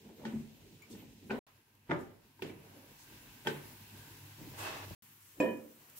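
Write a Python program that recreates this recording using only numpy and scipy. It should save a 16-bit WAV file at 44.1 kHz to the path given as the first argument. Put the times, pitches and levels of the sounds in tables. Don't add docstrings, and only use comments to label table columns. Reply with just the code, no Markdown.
import sys
import numpy as np
from scipy import signal
from scipy.fft import rfft, irfft, next_fast_len
from scipy.io import wavfile

SR = 44100
rng = np.random.default_rng(int(sys.argv[2]) if len(sys.argv) > 2 else 0)


def magnitude_from_level(level_db):
    exponent = np.asarray(level_db, float) / 20
    return 10 ** exponent


def master_out(mix):
    frames = np.transpose(np.atleast_2d(mix))
    ceiling = np.clip(frames, -1, 1)
    pcm = np.round(ceiling * 32767).astype(np.int16)
    wavfile.write(sys.argv[1], SR, pcm)


N = 264144
CONTROL_STEP = 40


def rms_one(x):
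    return x / np.sqrt(np.mean(x ** 2) + 1e-20)


def lookup(rows, hz, count=1):
    rows = np.array(rows, float)
    return np.interp(np.log(hz), np.log(np.maximum(rows[:, 0], 1)), rows[:, count])


def drift(rate):
    r = np.exp(-80 * np.pi * rate / SR)
    noise = rng.standard_normal(N // CONTROL_STEP + 2002)
    slow = signal.lfilter([1], [1, -2 * r, r * r], noise)[2000:]
    return np.interp(np.arange(N) / CONTROL_STEP, np.arange(len(slow)), rms_one(slow))


def resonance(x, hz, width_hz):
    r = np.exp(-np.pi * width_hz / SR)
    top = (1 - r * r) / 2
    return signal.lfilter([top, 0, -top], [1, -2 * r * np.cos(2 * np.pi * hz / SR), r * r], x)


def add(out, s, sound):
    at = round(s * SR)
    out[:, at:at + sound.shape[-1]] += sound[..., :N - at]


def left_right(difference_db):
    return magnitude_from_level(np.array([[.5], [-.5]]) * difference_db)


BAND_EDGES = 28 * 2 ** np.arange(0, 9.3, 1 / 2.5)
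# (pitch [Hz], likeness [-1 to 1])
LIKENESS = [(60, 0.96), (110, 0.84), (200, 0.97), (380, 0.79), (700, 0.63), (1290, -0.15), (2380, 0.15),
            (4400, -0.078), (8120, -0.057), (15000, -0.0012)]
# (pitch [Hz], left minus right [dB])
SIDE_TILT = [(60, 3.5), (180, -2), (550, -0.5), (1650, -1), (4970, -2), (15000, 4.5)]


def noise_bands():
    white = rng.standard_normal((2, 2, N))
    for k, (low, high) in enumerate(zip(BAND_EDGES, BAND_EDGES[1:])):
        band_filter = signal.butter(2, [low, high], "band", fs=SR, output="sos")
        mid, side = signal.sosfilt(band_filter, white[k % 2])
        hz = np.sqrt(low * high)
        alike = np.clip(lookup(LIKENESS, hz), -1, 1)
        stereo = np.sqrt(1 + alike) * mid + np.sqrt(1 - alike) * side * [[1], [-1]]
        yield hz, left_right(lookup(SIDE_TILT, hz)) * stereo


# (time [s], hold [s],
# level [dB per Hz], centre [Hz])
STIRS = [(0.056, 0.046, -44, 257), (0.196, 0.15, -40, 237), (.25, 0.16, -65.5, 7000),
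         (0.514, 0.11, -48.5, 247), (0.873, 0.17, -48.5, 264), (0.911, 0.016, -55.5, 5950),
         (0.907, 0.018, -59, 13500), (0.982, 0.03, -58.5, 2520), (1.255, 0.071, -50, 250),
         (1.275, 0.11, -63, 12000), (1.474, 0.018, -53.5, 980), (1.911, 0.0068, -42, 1110),
         (1.978, 0.09, -60.5, 1600), (1.991, 0.029, -63, 9250), (2.425, 0.089, -65, 10000),
         (2.43, 0.049, -57.5, 2900), (2.65, 0.22, -44.5, 310), (2.996, 0.034, -57.5, 7000),
         (3.46, 0.12, -55, 11000), (3.494, 0.064, -52, 350), (4.401, 0.12, -36.5, 130.5),
         (4.59, 0.058, -47.5, 9000), (5.22, 0.11, -61, 12100), (5.257, 0.021, -61, 263),
         (5.383, 0.045, -50, 300), (5.8, 0.19, -59, 600), (5.408, .04, -55.5, 11000),
         (2.492, .015, -59.5, 2000), (.8, 0.089, -60.5, 1150), (1.52, 0.013, -76, 2500)]


def stirs(t):
    rise_db_per_s, fall_db_per_s = 597, 182
    s, hold, level_db = np.transpose(STIRS)[:3, :, None]
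    rise = rise_db_per_s * np.maximum(s - t, 0)
    fall = fall_db_per_s * np.maximum(t - s - hold, 0)
    return magnitude_from_level(level_db - rise - fall) ** 2


# (pitch [Hz], level [dB per Hz])
KITCHEN_COLOURS = [
    [(18, -44), (30, -4), (227, 5.5), (328, -3.5), (374, 7), (461, -23), (632, -11), (913, -14.5),
     (988, -22.5), (2610, -13), (5450, -16.5), (8520, -18), (9970, -23.5), (13700, -8.5), (16000, -35.5)],
    [(18, -43), (30, -0.5), (70, -8), (103, -4), (145, -1.5), (174, -48), (204, -2), (364, -7), (616, -20),
     (889, -11), (1190, -14), (2680, -16.5), (9460, -19.5), (14800, -14.5), (16000, -27)],
    [(18, -52), (30, -20), (103, -10), (303, -6), (740, -29), (889, -12), (1010, -14), (1390, -4.5),
     (1860, -15.5), (2540, -11.5), (3980, -17), (8080, -13), (10200, -5), (12000, -18.5), (16000, -2)],
]
MOMENT_LEVELS = [
    -50.5,
    -47.5,
    -51,
]
# (time [s], level [dB])
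BACKGROUND_SWING = [
    [(0, -68.5), (.7, -68.5), (1.39, -68.5)],
    [(1.47, -72), (1.65, -73.5), (2.35, -71.5), (2.65, -69), (3.1, -66), (3.7, -65), (4.4, -64.5),
     (4.95, -63.5)],
    [(5.025, -65), (5.15, -66), (5.75, -66.5), (5.99, -65)],
]
# (pitch [Hz], share [ratio])
SWING_SHARE = [(250, 1.4), (1500, 1.51), (6500, 1.85), (12500, 1.84)]
# (start [s], end [s])
SILENCES = [
    (1.3914, 1.4665),
    (4.949, 5.0222),
]


def background_gain(hz, together, patchy_db):
    skirt_db_per_octave = 8
    t = np.arange(0, N + CONTROL_STEP, CONTROL_STEP) / SR
    floor_db = np.zeros(len(t))
    starts = [0] + [start for start, _ in SILENCES]
    for rows, colour, level_db, start in zip(BACKGROUND_SWING, KITCHEN_COLOURS, MOMENT_LEVELS, starts):
        s, swing_level_db = np.transpose(rows)
        later = t >= start
        swing_db = np.interp(t[later], s, swing_level_db - swing_level_db.mean())
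        floor_db[later] = level_db + lookup(colour, hz) + lookup(SWING_SHARE, hz) * swing_db
    octaves_away = np.abs(np.log2(hz / np.array(STIRS)[:, 3]))
    skirts = magnitude_from_level(-skirt_db_per_octave * octaves_away) ** 2
    gain = np.interp(np.arange(N) / SR, t, np.sqrt(magnitude_from_level(floor_db) ** 2 + skirts @ stirs(t)))
    lumpy_db = patchy_db * (1 + 2.8 * (hz < 600))
    return gain * magnitude_from_level(lumpy_db * (1.08 * together + drift(7.3)))


# (pitch [Hz], width [Hz], level [dB])
BOOMS = [(100.8, 2.6, -62.5), (142.7, 4.6, -67.5)]


def hum():
    booms = 0
    for hz, width, db in BOOMS:
        tone = rms_one(resonance(rng.standard_normal(N), hz, width))
        booms = booms + magnitude_from_level(db + 2.5 * drift(7)) * tone
    swell_db = np.interp(np.arange(N) / SR, [1.4, 1.5, 2.4, 3.4, 4.95, 5.01],
                         [-8.0, -14, -9.5, -3.0, 7.5, -12.5])
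    return booms * magnitude_from_level(swell_db)


# (pitch [Hz], width [Hz], level [dB])
BURNER_BANDS = [(916, 160, -75), (1567, 91, -70.5), (2615, 260, -71), (10920, 230, -70.5)]


def flame_bands():
    noise = rng.standard_normal((2, N))
    bands = 0
    for hz, width, db in BURNER_BANDS:
        bands = bands + magnitude_from_level(db + 2.2 * drift(3.7)) * rms_one(resonance(noise, hz, width))
    height_db = np.interp(np.arange(N) / SR, [2.3, 2.7, 3.5, 4.95, 5.0], [-12.5, -3.0, 1, 0.5, -24])
    return bands * magnitude_from_level(height_db)


def blow_db(hz, peak_db, bass_db, bright_db):
    octaves = np.log2(hz / 400)
    return peak_db + np.where(octaves > 0, bright_db * octaves, -bass_db * octaves)


def strike(blows, modes, spread_db, trim_db, wobble_db, pan_db):
    hz, mode_db, t60 = np.transpose(modes)[:, :, None]
    out = np.zeros((2, N))
    t = np.arange(round(t60.max() * SR)) / SR
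    alternate = (-1) ** np.arange(len(hz))[:, None]
    gap = np.arccos(np.clip(lookup(LIKENESS, hz), -1, 1)) * 0.95 * alternate
    waver = np.array([np.interp(t * 55, np.arange(64), row) for row in rng.standard_normal((len(hz), 64))])
    fade = magnitude_from_level(-60 * t / t60 + wobble_db * waver * np.minimum(t / 0.012, 1))
    rings = fade * (1 - np.exp(-t * hz * 0.97))
    pairs = np.array([rings * np.sin(2 * np.pi * hz * t + side * gap) for side in (.5, -.5)])
    lucks = rng.standard_normal((len(blows), len(modes), 1))
    for (s, peak_db, bass_db, bright_db, _), luck in zip(blows, lucks):
        tilt_db = blow_db(hz, peak_db, bass_db, bright_db)
        height = magnitude_from_level(tilt_db + mode_db + trim_db + spread_db * luck)
        add(out, s, np.sum(pairs * height, axis=1) * left_right(pan_db))
    return out


# (time [s], peak [dB], bass [dB per octave], brightness [dB per octave], room [dB])
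KNOCKS = [
    [(.09, -46, -5, -4, 4.5), (.216, -47.5, 3.5, -1.5, 6), (.2515, -31.5, -0.5, 2.5, -0.5),
     (.335, -34, 7.5, -26, -5), (.90, -54.5, 3, -40, 19.5), (.95, -55, 8.5, 5.5, 0),
     (1.023, -47.5, 5.5, -2.5, 1)],
    [(1.225, -49.5, 6.5, -34, 7), (1.296, -27, -11, -8, -10), (1.302, -36, 10, 1.5, -7),
     (1.307, -24, -15, -1, 4.5), (1.311, -30, -1, -17.5, -10)],
    [(2.392, -54, 2, -3.5, 1), (2.4213, -28.5, 3.5, 3, -4.5), (2.492, -45, 4.5, -0.5, 6.5)],
    [(3.449, -41.5, 6, 2, 3.5), (3.459, -31.5, -22, 0.5, -11), (3.4645, -33, -9.5, 2.5, -10.5),
     (3.4705, -20, -0.5, 4.5, -8.5)],
]
# (pitch [Hz], time to fade 60 dB [s], level at each of the four places [dB] x 4)
BOARD = [(145.4, 0.46, -16, -26.5, -24, -19), (222, 0.2, 1.5, -5, -17, -13.5),
         (250.4, 0.23, -7.5, -6, -13, -17.5), (432.7, 0.22, -23, -17, -9.5, -11),
         (389, .2, -7.5, -7, -1, -8), (368, 0.089, -17, -10, -2, -2), (318, 0.099, -19, -17, -10, -6),
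         (567, 0.2, -13.5, -36, -33, -13.5), (849, 0.043, 0.5, -4, -13, -8.5),
         (889, .2, -20, -13, -28, -16), (1502, 0.058, -10.5, 3.5, -18.5, -11.5),
         (1562, .25, -29, -23, -30, -16), (1790, 0.023, -7.5, -3, -13, -12),
         (2420, .14, -37, -14, -24, -32), (2500, 0.019, -31, -2.5, -17, -22),
         (2685, .03, -34, -15, -14, -21), (2610, .14, -39, -22, -35, -26),
         (2910, 0.019, -28, -17, -15.5, -19.5), (3204, 0.024, -21, -35, -16.5, -19.5),
         (3380, 0.08, -30, -28, -20, -38)]
PLACE_SIDES = [1.2, 0.7, -2.4, -0.41]


def board():
    modes = np.array(BOARD)
    longest_cycles = 110
    modes[:, 1] = np.minimum(modes[:, 1], longest_cycles / modes[:, 0])
    out = 0
    for place, blows in enumerate(KNOCKS):
        here = modes[:, [0, 2 + place, 1]]
        out = out + strike(blows, here, spread_db=1.5, trim_db=-5.5, wobble_db=3, pan_db=PLACE_SIDES[place])
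    return out


def walls(x):
    t60_s, level_db = 0.45, -26
    t = np.arange(round(t60_s * SR)) / SR
    noise = rng.standard_normal((2, SR))[:, :len(t)]
    bass = signal.butter(2, 250., fs=SR, output="sos")
    noise = noise + signal.sosfilt(bass, noise[0] - noise)
    dull = signal.sosfilt(signal.butter(2, 1800., fs=SR, output="sos"), noise)
    echoes = dull + (noise - dull) * magnitude_from_level(-90 * t)
    echoes = echoes * magnitude_from_level(level_db - 60 * t / t60_s) * (t > .004)
    return signal.fftconvolve(x, echoes, axes=1)[:, :N]


# (time [s], peak [dB], pitch [Hz], time to fade 60 dB
# [s], crack [dB])
TICKS = [(.8206, -62, 2285, 0.25, 4), (.8212, -63, 1170, .15, -9), (.8215, -65, 12500, .06, -3),
         (.8211, -64, 7000, 0.06, 3), (.2371, -50, 870, .05, -25), (2.3921, -53, 930, .05, -18),
         (2.4921, -51, 930, .05, -14), (2.4961, -55, 2300, .05, -9), (2.4941, -54, 1600, .05, -12),
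         (2.3925, -58, 1600, .05, -20), (.9121, -65.5, 13600, 0.06, -5), (.9201, -60.5, 8300, 0.058, -2),
         (.9281, -60.5, 4480, 0.045, -2), (.9291, -61, 3500, .04, -9), (1.0021, -62, 3100, .07, -6),
         (1.7516, -64, 13100, .0101, 0.6), (2.0101, -65, 7930, 0.032, 4.1),
         (2.4223, -51.5, 5800, 0.026, 4.2), (3.4706, -42, 3000, .015, -2), (3.4708, -44, 2300, .03, -9),
         (3.4713, -47.6, 5000, .0301, 5), (5.0761, -62.1, 12000, .0201, -7.1), (5.4028, -51, 6800, 0.04, 2),
         (5.4035, -53, 7500, 0.11, -3), (5.4051, -60, 9600, .08, -9), (5.5075, -58.5, 11500, .0501, 2.5),
         (5.5721, -59.6, 13000, .0201, 2.1), (5.8987, -58.6, 13100, 0.0251, 4.4)]
# (time [s], half length [s], pitch [Hz], width [Hz], level [dB])
SQUEAKS = [
    (0.172, 0.065, 13500, 500, -68),
    (0.563, 0.07, 13600, 500, -69),
    (1.003, 0.076, 13550, 300, -63),
    (5.987, 0.047, 13200, 5000, -49),
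]


def ticks_and_squeaks():
    out = np.zeros((2, N))
    t = np.arange(round(.15 * SR)) / SR
    for s, peak_db, hz, t60, crack_db in TICKS:
        noise = rng.standard_normal((2, len(t)))
        ring = rms_one(resonance(noise, hz, hz / 45))
        crack = np.diff(noise, prepend=0) * magnitude_from_level(crack_db - 60 * t / 0.024)
        add(out, s, magnitude_from_level(peak_db) * (ring * magnitude_from_level(-60 * t / t60) + crack))
    for s, half, hz, width, db in SQUEAKS:
        swell = np.hanning(round(2 * half * SR))
        squeak = rms_one(resonance(rng.standard_normal((2, len(swell))), hz, width))
        add(out, s - half, magnitude_from_level(db) * swell * squeak)
    return out


def close_by(blows, modes):
    return strike(blows, modes, spread_db=1, trim_db=-2, wobble_db=0, pan_db=0)


# (time [s], peak [dB], bass [dB per octave], brightness [dB per octave], room [dB])
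BANGLE_HITS = [
    (.8202, -55, .1, .1, -20),
    (.8262, -55, .1, .1, -20),
]
# (pitch [Hz], level [dB], time to fade 60 dB [s])
BANGLE = [(2295, -2, .12), (2240, -4, .1), (7000, -8, .05)]


def bangle_clinks():
    return close_by(BANGLE_HITS, BANGLE)


# (time [s], peak [dB], bass [dB per octave], brightness [dB per octave], room [dB])
THUDS = [
    (1.862, -72, -26.5, 0, 16),
    (1.8925, -23.5, 2, -12.5, -5),
    (1.898, -31, -3.5, -2.5, 5),
    (1.904, -43, -2, -14, -3),
    (1.9099, -23.5, 1, -1.5, -4.5),
    (1.9149, -22, -11, 0, -13),
    (1.934, -38.5, -10, 0, -7),
    (1.963, -38, -15, -0.5, -6),
    (1.99, -44, -8, -1, 0),
]
# (pitch [Hz], level [dB], time to fade 60 dB [s])
COUNTER = [(167.8, -11.5, 0.22), (98.7, -13, 0.33), (145.1, -10.5, 0.42), (250, -18, 0.45),
           (350.8, -12.5, 0.21), (370, -10, 0.15), (439, -22, 0.27), (579, -15, 0.21), (689, -8, 0.28),
           (790, -23, .25), (899, -1.5, 0.056), (911, -13, .3), (1026, -21, 0.22), (1090, -24, 0.25),
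           (1208, -18, 0.21), (1285, -12, .25), (1335, -17, .25), (1454, -30.5, 0.17), (1600, -26.5, 0.19),
           (1730, -20, .22), (1880, -23, 0.2), (2050, -21, .2), (1443, 13.5, 0.0082), (1740, 0.5, 0.023),
           (1946, 2, 0.013), (2254, -22, 0.15), (3040, -15.5, 0.025), (3480, -16, 0.046)]


def counter():
    return strike(THUDS, COUNTER, spread_db=2, trim_db=-5.5, wobble_db=3.5, pan_db=-0.7)


# (time [s], peak [dB], bass [dB per octave], brightness
# [dB per octave], room [dB])
TAPS = [
    (4.414, -33, 0.1, 0.1, -20),
    (4.471, -31.5, 0.1, 0.1, -24),
    (5.4012, -16, .3, .3, -20),
    (5.4152, -33, .3, .3, -20),
]
# (pitch [Hz], level [dB], time to fade 60 dB [s])
DRAWER = [(290, -1, .055), (230, -9, .05), (380, -12, .03)]


def drawer_taps():
    return close_by(TAPS, DRAWER)


# (time [s], level [dB])
SLIDE = [
    (4.538, -63),
    (4.574, -59.5),
    (4.594, -48.5),
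    (4.666, -44),
    (4.85, -55.5),
    (4.858, -64.5),
    (4.943, -61.5),
]


def slide_db():
    s, level_db = np.transpose(SLIDE)
    return np.interp(np.arange(N) / SR, s, level_db, left=-120, right=-120)


# (pitch [Hz], width [Hz], level [dB])
SLIDE_RINGS = [(639, 14, -12.5), (834, 160, -2.5), (1077, 99, -7), (2594, 150, -8), (9600, 53, -29),
               (11000, 50, -31.5), (13000, 70, -18.5)]


def slide_rings():
    noise = rng.standard_normal((2, N))
    rings = sum(magnitude_from_level(db) * rms_one(resonance(noise, hz, width)) for hz, width, db in SLIDE_RINGS)
    return magnitude_from_level(slide_db()) * rings


# (time [s], peak [dB], bass [dB per octave], brightness [dB per octave], room [dB])
BUMPS = [
    (4.877, -35, 0.1, -9, -25),
    (4.9078, -28, 0.1, -1, -25),
]
# (pitch [Hz], level [dB], time to fade 60 dB [s])
CUPBOARD = [(100, -4, .14), (180, -5, .05), (330, -4, .035), (600, -6, .025)]


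def cupboard_bumps():
    return close_by(BUMPS, CUPBOARD)


# (time [s], peak [dB], bass [dB per octave], brightness [dB per octave], room [dB])
CLANGS = [
    (5.4011, -23, 1, 1.9, -7.5),
    (5.408, -23.5, -7, -5, 0),
    (5.417, -24, -4.5, -7.5, 8.5),
    (5.444, -30, -15, -1.5, -25),
]
PAN_HZ = [145, 267, 226, 288, 325, 389, 451, 517, 583, 651, 619, 935, 982, 1125, 1675, 1720, 1803, 1938,
          2460, 2485, 2562, 3036, 5373, 7402]
# (level [dB], time to fade 60 dB [s])
PAN = [(-52, 0.68), (-7, 0.26), (-7, 0.62), (-1, 0.49), (-20, 0.31), (-39, 0.42), (-17, 0.26), (4, 0.37),
       (-12.5, 0.42), (-2.5, 0.29), (-1, 0.22), (-14, 0.26), (-8, 0.26), (-20, 0.15), (-19.5, 0.41),
       (-18, 0.32), (-17, 0.41), (-24, 0.26), (-26, 0.4), (-7, 0.1), (-27, 0.26), (-27, 0.37), (-34, 0.11),
       (-29, 0.12)]


def iron_pan():
    modes = np.column_stack([PAN_HZ, PAN])
    return strike(CLANGS, modes, spread_db=1, trim_db=-7.5, wobble_db=1, pan_db=-1.5)


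# (time [s], peak [dB], bass [dB per octave], brightness [dB per octave], room [dB])
CHATTER = [
    (5.424, -41, .1, .1, -20),
    (5.459, -43, .1, .1, -20),
    (5.487, -43.5, .1, .1, -20),
]
# (pitch [Hz], level [dB], time to fade 60 dB [s])
RIM = [(2464, -6, 0.33), (2500, -14, 0.33), (1834, -2, 0.26), (1717, -9, 0.24), (3036, -10, .22)]


def tong_chatter():
    return close_by(CHATTER, RIM)


# (pitch [Hz], level [dB], time to fade 60 dB [s])
ROOM = [(59.7, -19.5, 0.44), (156, -5, 0.57), (295, 2.5, 0.51), (724, -14, 0.63), (1470, -19.5, 0.58),
        (2170, -23.5, 0.6), (5000, -28.5, 0.13), (9160, -41, 0.2), (15000, -61.5, 0.089)]


def echo_gain(hz):
    blows = np.array(sum(KNOCKS, THUDS + BUMPS + CLANGS))
    power = np.full(N, 1e-18)
    level_db = blow_db(hz, *blows[:, 1:4].T) + blows[:, 4] + lookup(ROOM, hz) + 1.5
    power[np.round(blows[:, 0] * SR).astype(int)] = magnitude_from_level(level_db) ** 2
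    fall = magnitude_from_level(-120 / (lookup(ROOM, hz, count=2) * SR))
    rise = np.exp(-hz / (3.0 * SR))
    return np.sqrt(signal.lfilter([1 - rise], np.convolve([1, -fall], [1, -rise]), power))


def unbroken():
    t = np.arange(N) / SR
    times = np.array(sum(KNOCKS, THUDS + CLANGS))[:, 0]
    return np.prod([(t < start) | (t >= times[times > start].min()) for start, _ in SILENCES], axis=0)


# (pitch [Hz], level [dB per Hz])
SLIDE_COLOUR = [(120, -33), (200, -27), (294, -0.5), (671, -4.5), (1080, -6), (1300, -6.5), (1420, 1),
                (2700, -14), (3130, -9.5), (12800, -24.5), (16000, -47)]


def air():
    out = 0
    together = drift(9.6)
    stroke = magnitude_from_level(slide_db() + 10.5 + 1.1 * drift(61))
    alive = unbroken()
    for hz, band in noise_bands():
        friction = stroke * magnitude_from_level(lookup(SLIDE_COLOUR, hz))
        background = background_gain(hz, together, patchy_db=0.65)
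        power = background ** 2 + alive * echo_gain(hz) ** 2 + friction ** 2
        out = out + band * np.sqrt(power)
    return out


def scene():
    wood = board() + counter()
    iron = iron_pan()
    echoes = walls(magnitude_from_level(-11.0) * wood + magnitude_from_level(-10.0) * iron)
    dry_blows = bangle_clinks() + drawer_taps() + cupboard_bumps() + tong_chatter()
    blows = (wood + iron + echoes + dry_blows) * unbroken()
    return air() + hum() + flame_bands() + blows + ticks_and_squeaks() + slide_rings()


# (pitch [Hz], level [dB])
MICROPHONE = [(25, -31.5), (45, 0), (800, -0.5), (950, 2), (1250, -2), (1600, -0.5), (2000, 2.5), (2600, 2),
              (8800, -0.5), (10100, -6), (10700, -2), (11500, -1.5), (15750, -2), (15900, -52)]


def microphone(dry):
    size = next_fast_len(N)
    hz = np.maximum(np.arange(size // 2 + 1) * SR / size, 1)
    return irfft(rfft(dry, size) * magnitude_from_level(lookup(MICROPHONE, hz)), size)[:, :N]


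def low_pass(x):
    return signal.sosfilt(signal.butter(12, 16410, fs=SR, output="sos"), x)


def record(dry):
    t = np.arange(N) / SR
    on = np.prod([(t < start) | (t >= stop) for start, stop in SILENCES], axis=0)
    return low_pass(microphone(dry) * on)


dry = scene()
out = record(dry)
master_out(out)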